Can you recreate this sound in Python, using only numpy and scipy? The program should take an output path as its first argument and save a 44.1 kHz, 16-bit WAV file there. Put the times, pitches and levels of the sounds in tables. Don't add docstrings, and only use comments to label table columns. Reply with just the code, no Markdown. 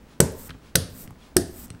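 import sys
import numpy as np
from scipy import signal
from scipy.fft import rfft, irfft, next_fast_len
from scipy.io import wavfile
from scipy.ndimage import map_coordinates

SR = 44100
rng = np.random.default_rng(int(sys.argv[2]) if len(sys.argv) > 2 else 0)


def unload_wav(signal):
    wavfile.write(
        sys.argv[1],
        SR,
        np.round(np.clip(np.atleast_2d(signal).T, -1, 1) * 32767).astype(np.int16),
    )


def volts(x):
    e = np.asarray(x, float) / 20
    return 10 ** e


N = 79380
T = np.arange(N) / SR

# pitch_hz [Hz], level_db [dB]
AIR_SPECTRUM = [(25, -4), (52, 5), (65, 5.5), (85, -4), (260, -3), (335, -8.5), (1100, -18.5),
                (15400, -40.5)]
# pitch_hz [Hz], t60_s [s]
ROOM_DECAY = [(100, 0.067), (500, 0.5), (2000, 0.46), (6000, 0.4), (14000, 0.26)]
# pitch_hz [Hz], level_db [dB]
ROOM_COLOUR = [(100, -6), (500, -1), (2000, -3.5), (6000, -1.5), (14000, -9.5)]
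# centre_s [s], half_length_s [s], level_db [dB]
SWISHES = [
    (0.123, 0.034, -59),
    (0.672, 0.034, -58),
    (1.248, 0.041, -55.5),
    (1.8, 0.023, -78.5),
]
# pitch_hz [Hz], level_db [dB]
CLOTH_SPECTRUM = [(470, -57.5), (800, -16.5), (970, -6.5), (1630, -13), (3410, -13), (12000, -26.5),
                  (15600, -61), (22000, -120)]
# centre_s [s], half_length_s [s], pitch_hz [Hz], width_hz [Hz], level_db [dB]
SQUEAK = (1.222, .011, 3350, 170, -59)
# start_s [s], thud_db [dB], push_s (softness of the push) [s], echo_db [dB], clack_db [dB]
LANDINGS = [
    (.2019, -11.5, 0.00052, 14, 0.5),
    (.7531, -22.5, .001, 13, -0.5),
    (1.3646, -15.5, 0.00049, 10, 0.5),
]
# pitch_hz [Hz], t60_s [s], level_db at each of three landing places [dB]
TABLE_MODES = [(80, 0.54, -9.5, -2, -9), (99.6, 0.5, -16.5, -2, -15.5), (137.5, 0.21, -3.5, 1.5, -15),
               (169, 0.17, 1.5, 6.5, -4), (212.3, 0.11, 0.5, -2, -3), (257.5, 0.32, -14, -9.5, -7.5),
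               (299.2, 0.18, -18, -5.5, -2.5), (351, 0.085, -17.5, -3.5, 8.5), (378.7, 0.053, 3.5, 1, -24),
               (433.7, 0.09, 0.5, 1, -27), (517, 0.073, -5, 2, -24), (598.6, 0.2, -15, -8.5, -20.5),
               (658, 0.09, -60, -8, -8), (756, 0.015, -5, -23, -33)]
# pitch_hz [Hz], level_db [dB]
BOOMS = [
    [(60, -35.5), (150, -7), (300, -14), (480, 5), (640, -0.5), (760, -22.5), (1200, -59.5)],
    [(60, -29), (100, -8), (250, -14), (480, 17.5), (660, -6.5), (800, -27), (1200, -61)],
    [(60, -29), (100, -4), (200, -6), (300, -9), (450, -15), (760, -1), (1200, -62)],
]
# start_s [s], level_db [dB]
KNOCKS = [
    [(.2036, -1), (.20396, -4), (.20432, -7), (.2053, -13), (.2060, -7), (.2067, -14)],
    [(.7553, -2), (.7560, -7), (.7569, -1), (.7575, -5), (.7583, -9), (.7590, -9), (.7595, -7)],
    [(1.3671, -1), (1.36746, -4), (1.36782, -7), (1.3690, -14), (1.3703, -13), (1.3717, -18)],
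]
# pitch_hz [Hz], width_hz [Hz], level_db at each landing [dB]
FRAME_MODES = [(4500, 370, -9, -15, -26), (5250, 620, -10, -5, 1), (5766, 440, -7.5, -4, 4),
               (6510, 510, -18, -7.5, -1), (6720, 190, -18.5, -5.5, 0.5), (8055, 470, 0, -4.5, 6.5),
               (8450, 500, -1.5, -3.5, 2.5), (9070, 480, -8.5, -5.5, 6), (10660, 610, -15.5, -11.5, -2),
               (12310, 3600, -18, -10.5, -1.5), (12500, 900, -15.5, -16.5, 5.5),
               (13350, 700, -13, -17.5, -9), (15300, 600, -16.5, -20, -4)]
# delay_s [s], level_db [dB]
WALLS = [(.0035, -28), (.007, -24), (0.0118, -28.5), (0.018, -32.5)]
# pitch_hz [Hz], width_hz [Hz], level_db [dB]
HANDLE_MODES = [
    [(900, 200, -24), (1300, 220, -2), (1500, 150, 2), (1923, 203.6, -2.5), (2300, 130, -8),
     (3020, 360, -5.5), (3900, 500, -26)],
    [(1500, 80, 2), (2006, 180, -6), (2640, 250, -8.5), (3550, 380, -5.5), (3790, 270, -0.5),
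     (4180, 350, -6.5)],
    [(1280, 75, -3), (1600, 73, 3.5), (1843, 160, -1), (2450, 230, -3.5), (2900, 540, -5), (3320, 130, -10),
     (4000, 290, -13)],
]
HANDLE_DB = [-8.5, -3, -9]
# pitch_hz [Hz], level_db [dB]
ECHOES = [
    [(530, -38), (900, 3), (1100, -6), (1260, -10.5), (1450, -5), (3060, -15.5), (8680, -6), (14200, -15.5),
     (15800, -41)],
    [(530, -42), (900, -14), (1740, -6.5), (2240, -14.5), (4280, -3.5), (4710, -3.5), (7600, -13),
     (9100, -3.5), (15800, -22)],
    [(530, -42.5), (1760, -2.5), (2270, -18.5), (2880, -15), (5120, -4.5), (7160, -9.5), (8600, -1.5),
     (11500, -9.5), (15800, -25)],
]
# start_s [s], level_db [dB], landing place [index]
BUMPS = [(.226, -24, 0), (.286, -32, 0), (.332, -38, 0), (.797, -33, 1), (.838, -37, 1), (.885, -42, 1),
         (1.398, -28, 2), (1.42, -32, 2), (1.444, -36, 2), (1.493, -34, 2)]
# touch_s [s], full_speed_s [s], slowing_s [s], lifted_s [s], level_db [dB]
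STROKES = [
    (0.318, 0.39, 0.48, 0.49, -46.5),
    (0.874, 0.989, 1.04, 1.067, -45.5),
    (1.455, 1.576, 1.66, 1.66, -46.5),
]
# pitch_hz [Hz], level_db [dB]
INK_SPECTRUM = [(1180, -34), (2000, -8.5), (2960, -11), (4610, -8), (7000, -6), (7980, 1.5), (10500, -6),
                (13800, 3.5), (16000, -4)]
# pitch_hz [Hz], level_db [dB]
RUMBLE_SPECTRUM = [(24, 2), (40, -16), (242, 0.5), (389, -17), (498, -20.5), (1440, -21.5), (2000, -27.5),
                   (2600, -70), (4400, -120)]
# start_s [s], level_db [dB], pitch_hz [Hz], width_hz [Hz], thump_db [dB]
TICKS = [(0.323, -35, 13550, 4060, -72), (0.342, -46, 13000, 5900, -81), (0.489, -47, 1500, 900, -63),
         (0.4939, -34.5, 4800, 3400, -35.5), (.4938, -32, 1800, 1500, -73.5),
         (0.497, -30.5, 2000, 1395, -75), (0.5008, -43.5, 2000, 1200, -66.5),
         (0.5013, -46, 4760, 2510, -65), (.500, -42, 13600, 4970, -58), (0.5067, -40.5, 1305, 196, -37.5),
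         (0.5059, -27, 3100, 1897, -64), (.5105, -38, 2900, 1500, -71), (0.508, -34, 1510, 350, -76),
         (0.5067, -46, 930, 297, -73), (0.5452, -42, 1300, 1090, -39), (0.552, -45, 840, 500, -70),
         (1.0762, -35, 2300, 2600, -36.5), (1.077, -38.5, 5960, 5030, -73), (1.1081, -45, 8140, 2506, -42),
         (1.107, -48, 12500, 2030, -80), (1.107, -37, 805, 583, -43.5), (1.128, -51.5, 596, 500, -55.5),
         (1.157, -48.5, 610, 496, -76), (1.671, -58, 14000, 4830, -55.5), (1.681, -51, 13000, 5000, -56.5),
         (1.671, -42, 7500, 4000, -72), (1.681, -44, 7500, 4500, -73), (1.7032, -31, 8280, 900, -34),
         (1.7037, -38.5, 5930, 1600, -70), (1.704, -44.5, 4030, 600, -70),
         (1.7034, -31.5, 2600, 2200, -67.5), (1.707, -39, 3490, 3000, -70), (1.766, -52.5, 1500, 487, -70),
         (1.796, -50, 1500, 1200, -67), (1.7031, -42, 1370, 400, -73.5), (1.74, -49, 1170, 884, -37.5),
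         (1.7487, -42, 1750, 1100, -61), (1.75, -66, 4600, 1500, -70)]
# pitch_hz [Hz], t60_s [s], level_db [dB]
THUMP_MODES = [(67.6, 0.18, -30.5), (111, 0.071, 6.5), (163.2, 0.21, -5.5), (249.7, 0.29, -11.5),
               (415, 0.18, -20.5)]


def unit(x):
    return x / np.sqrt(np.mean(x ** 2) + 1e-20)


def along(points, hz):
    f, v = np.transpose(points)
    return np.interp(np.log(hz + 1), np.log(f + 1), v)


def filtered(x, response):
    m = next_fast_len(len(x) + 8192)
    return irfft(rfft(x, m) * response(np.fft.rfftfreq(m, 1 / SR)), m)[:len(x)]


def peak(f, hz, width_hz):
    return 1j * f * width_hz / (hz * hz - f * f + 1j * f * width_hz)


def modal_response(modes):
    return lambda f: sum((-1) ** i * volts(db) * peak(f, hz, w) for i, (hz, w, db) in enumerate(modes))


def coloured(x, spectrum):
    return unit(filtered(x, lambda f: volts(along(spectrum, f))))


def wobble(rate):
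    return map_coordinates(rng.standard_normal(int(N * rate / SR) + 4), [T * rate])


def bell(centre_s, half_s):
    return np.exp(-.5 * ((T - centre_s) / half_s) ** 2)


def add(track, s, x):
    part = track[round(s * SR):][:len(x)]
    part += x[:len(part)]


def room(x, wet_db=0, colour=ROOM_COLOUR):
    early_db, early_s, gap_s = 7.5, 0.006, .004
    hz, t, z = signal.stft(rng.standard_normal(SR // 2), SR, nperseg=256)
    decay_db = early_db * np.exp(-t / early_s) - 60 * t / along(ROOM_DECAY, hz)[:, None]
    tail = signal.istft(z * volts(decay_db), SR, nperseg=256)[1]
    tail = filtered(tail / np.linalg.norm(tail), lambda f: volts(along(colour, f) + wet_db))
    return signal.fftconvolve(x, np.pad(tail, (round(gap_s * SR), 0)))


def air():
    whine = unit(filtered(rng.standard_normal(N), lambda f: peak(f, 15700, 220) ** 2))
    tone = volts(-50 + 0.55 * wobble(14)) * coloured(rng.standard_normal(N), AIR_SPECTRUM)
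    return tone + volts(-77) * whine


def sleeve():
    envelope = sum(volts(db) * bell(s, half) for s, half, db in SWISHES)
    swish = coloured(rng.standard_normal(N), CLOTH_SPECTRUM) * volts(0.6 * wobble(9.5)) * envelope
    s, half, hz, w, db = SQUEAK
    squeak = unit(filtered(rng.standard_normal(N), lambda f: peak(f, hz, w) ** 2))
    return swish + volts(db) * bell(s, half) * squeak


def thud(modes, push_s):
    waver_rad, waver_s, low_hz = 1.3, .07, 62.6
    t = np.arange(SR // 2) / SR
    knots = rng.standard_normal((len(modes), 40))
    where = np.broadcast_arrays(np.arange(len(modes))[:, None], t * 60)
    drift = map_coordinates(knots, where, order=1)
    growth = waver_rad * np.minimum(t / waver_s, 1)
    ring = np.zeros(len(t))
    for (hz, t60, db), wander in zip(modes, drift):
        ring += volts(db - 60 * t / t60) * np.sin(2 * np.pi * hz * t + growth * wander)
    return filtered(ring * (1 - np.exp(-t / push_s)), lambda f: (1j * f / (low_hz + 1j * f)) ** 2)


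def frame_knock(place):
    scuff_s, scuff_db, spread_db = 0.0004, -15, 1.5
    t = np.arange(SR // 20) / SR
    blow = (t == 0) + volts(scuff_db) * rng.standard_normal(len(t)) * np.exp(-t / scuff_s)
    scatter_db = spread_db * rng.standard_normal(len(FRAME_MODES))
    modes = [(hz, w, db[place] + extra) for (hz, w, *db), extra in zip(FRAME_MODES, scatter_db)]
    ring = filtered(blow, modal_response(modes))
    return ring / np.abs(ring).max()


def handle(place):
    impulse = 1. * (np.arange(SR // 20) == 0)
    ring = filtered(impulse, modal_response(HANDLE_MODES[place]))
    return ring / np.abs(ring).max()


def landings():
    out = np.zeros(N)
    for k, (s, thud_db, push_s, echo_db, clack_db) in enumerate(LANDINGS):
        modes = [(hz, t60, db[k]) for hz, t60, *db in TABLE_MODES]
        low = volts(thud_db) * thud(modes, push_s)
        add(out, s, low)
        add(out, s, room(low, -6))
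        add(out, s, room(np.ones(1), thud_db + 24.5, BOOMS[k]))
        for at, db in KNOCKS[k]:
            ring = frame_knock(k)
            for delay, wall_db in [(0, 0.002), *WALLS]:
                add(out, at + delay, volts(db + clack_db + wall_db) * ring)
        first_knock_s = KNOCKS[k][0][0]
        add(out, first_knock_s, volts(HANDLE_DB[k]) * handle(k))
        add(out, first_knock_s, room(np.ones(1), echo_db, ECHOES[k]))
    return out


def bumps():
    gain_db, spread_db, damp, push_s = 0.5, 4, 0.54, 0.0024
    out = np.zeros(N)
    for s, db, k in BUMPS:
        mix_db = spread_db * rng.standard_normal(len(TABLE_MODES))
        modes = [(hz, damp * t60, lv[k] + m) for (hz, t60, *lv), m in zip(TABLE_MODES, mix_db)]
        add(out, s, volts(db + gain_db) * thud(modes, push_s))
    return out


def rolling():
    threads_per_s, thread_spread_db, quiet_db = 17000, 1, 19.5
    sparse = .7
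    rumble_db, linger_s = 0.5, 0.046
    speed_db, heavy = np.full(N, -120.5), np.zeros(N)
    for touch, full_speed, slowing, lifted, db in STROKES:
        ramp_db = np.interp(T, [touch, full_speed, slowing, lifted], [-quiet_db, 0, 0, -quiet_db])
        speed_db += (db + 121 + ramp_db) * (T > touch) * (T < lifted)
        heavy += volts(db) * np.interp(T, [touch, full_speed, lifted, lifted + linger_s], [0, 1, 1, 0])

    density = volts(2 * sparse * (speed_db - speed_db.max()))
    chance = rng.random(N) < density * threads_per_s / SR
    snaps = chance * rng.standard_normal(N)
    snaps = snaps * volts(thread_spread_db * rng.standard_normal(N) + (1 - sparse) * speed_db)
    full = volts(speed_db.max()) / np.sqrt(np.mean(snaps[density > .7] ** 2) / np.mean(snaps ** 2))
    fizz = coloured(snaps, INK_SPECTRUM) * full * volts(.8 * wobble(60))

    rumble = coloured(rng.standard_normal(N), RUMBLE_SPECTRUM) * volts(rumble_db) * heavy
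    rumble = rumble * volts(1.5 * wobble(40))
    return fizz + room(fizz, -6)[:N] + rumble


def ticks():
    burst_s, snap, thump_lag_s, thump_push_s = .001, 4, 0.00311, 0.00023
    out, t = np.zeros(N), np.arange(SR // 20) / SR
    for s, db, hz, w, thump_db in TICKS:
        contact = snap * (t == 0) + rng.standard_normal(len(t)) * np.exp(-t / burst_s)
        burst = filtered(contact, lambda f: peak(f, hz, w) * peak(f, hz, 2 * w))
        add(out, s, volts(db) * burst / np.abs(burst).max())
        add(out, s + thump_lag_s, volts(thump_db) * thud(THUMP_MODES, thump_push_s))
    return out + room(out, -8)[:N]


def scene():
    return (landings() + rolling() + ticks() + sleeve() + air() + bumps())[None]


def band_limit(x):
    return signal.sosfilt(signal.butter(12, 16520, fs=SR, output="sos"), x)


def record(dry):
    ceiling, knee, top_hz = 1.11, 3.2, 15850
    x = dry[0] / (1 + np.abs(dry[0] / ceiling) ** knee) ** (1 / knee)
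    x = filtered(x, lambda f: 1 / (1 + (f / top_hz) ** 200))
    return band_limit(x[None])


dry = scene()
out = record(dry)
unload_wav(out)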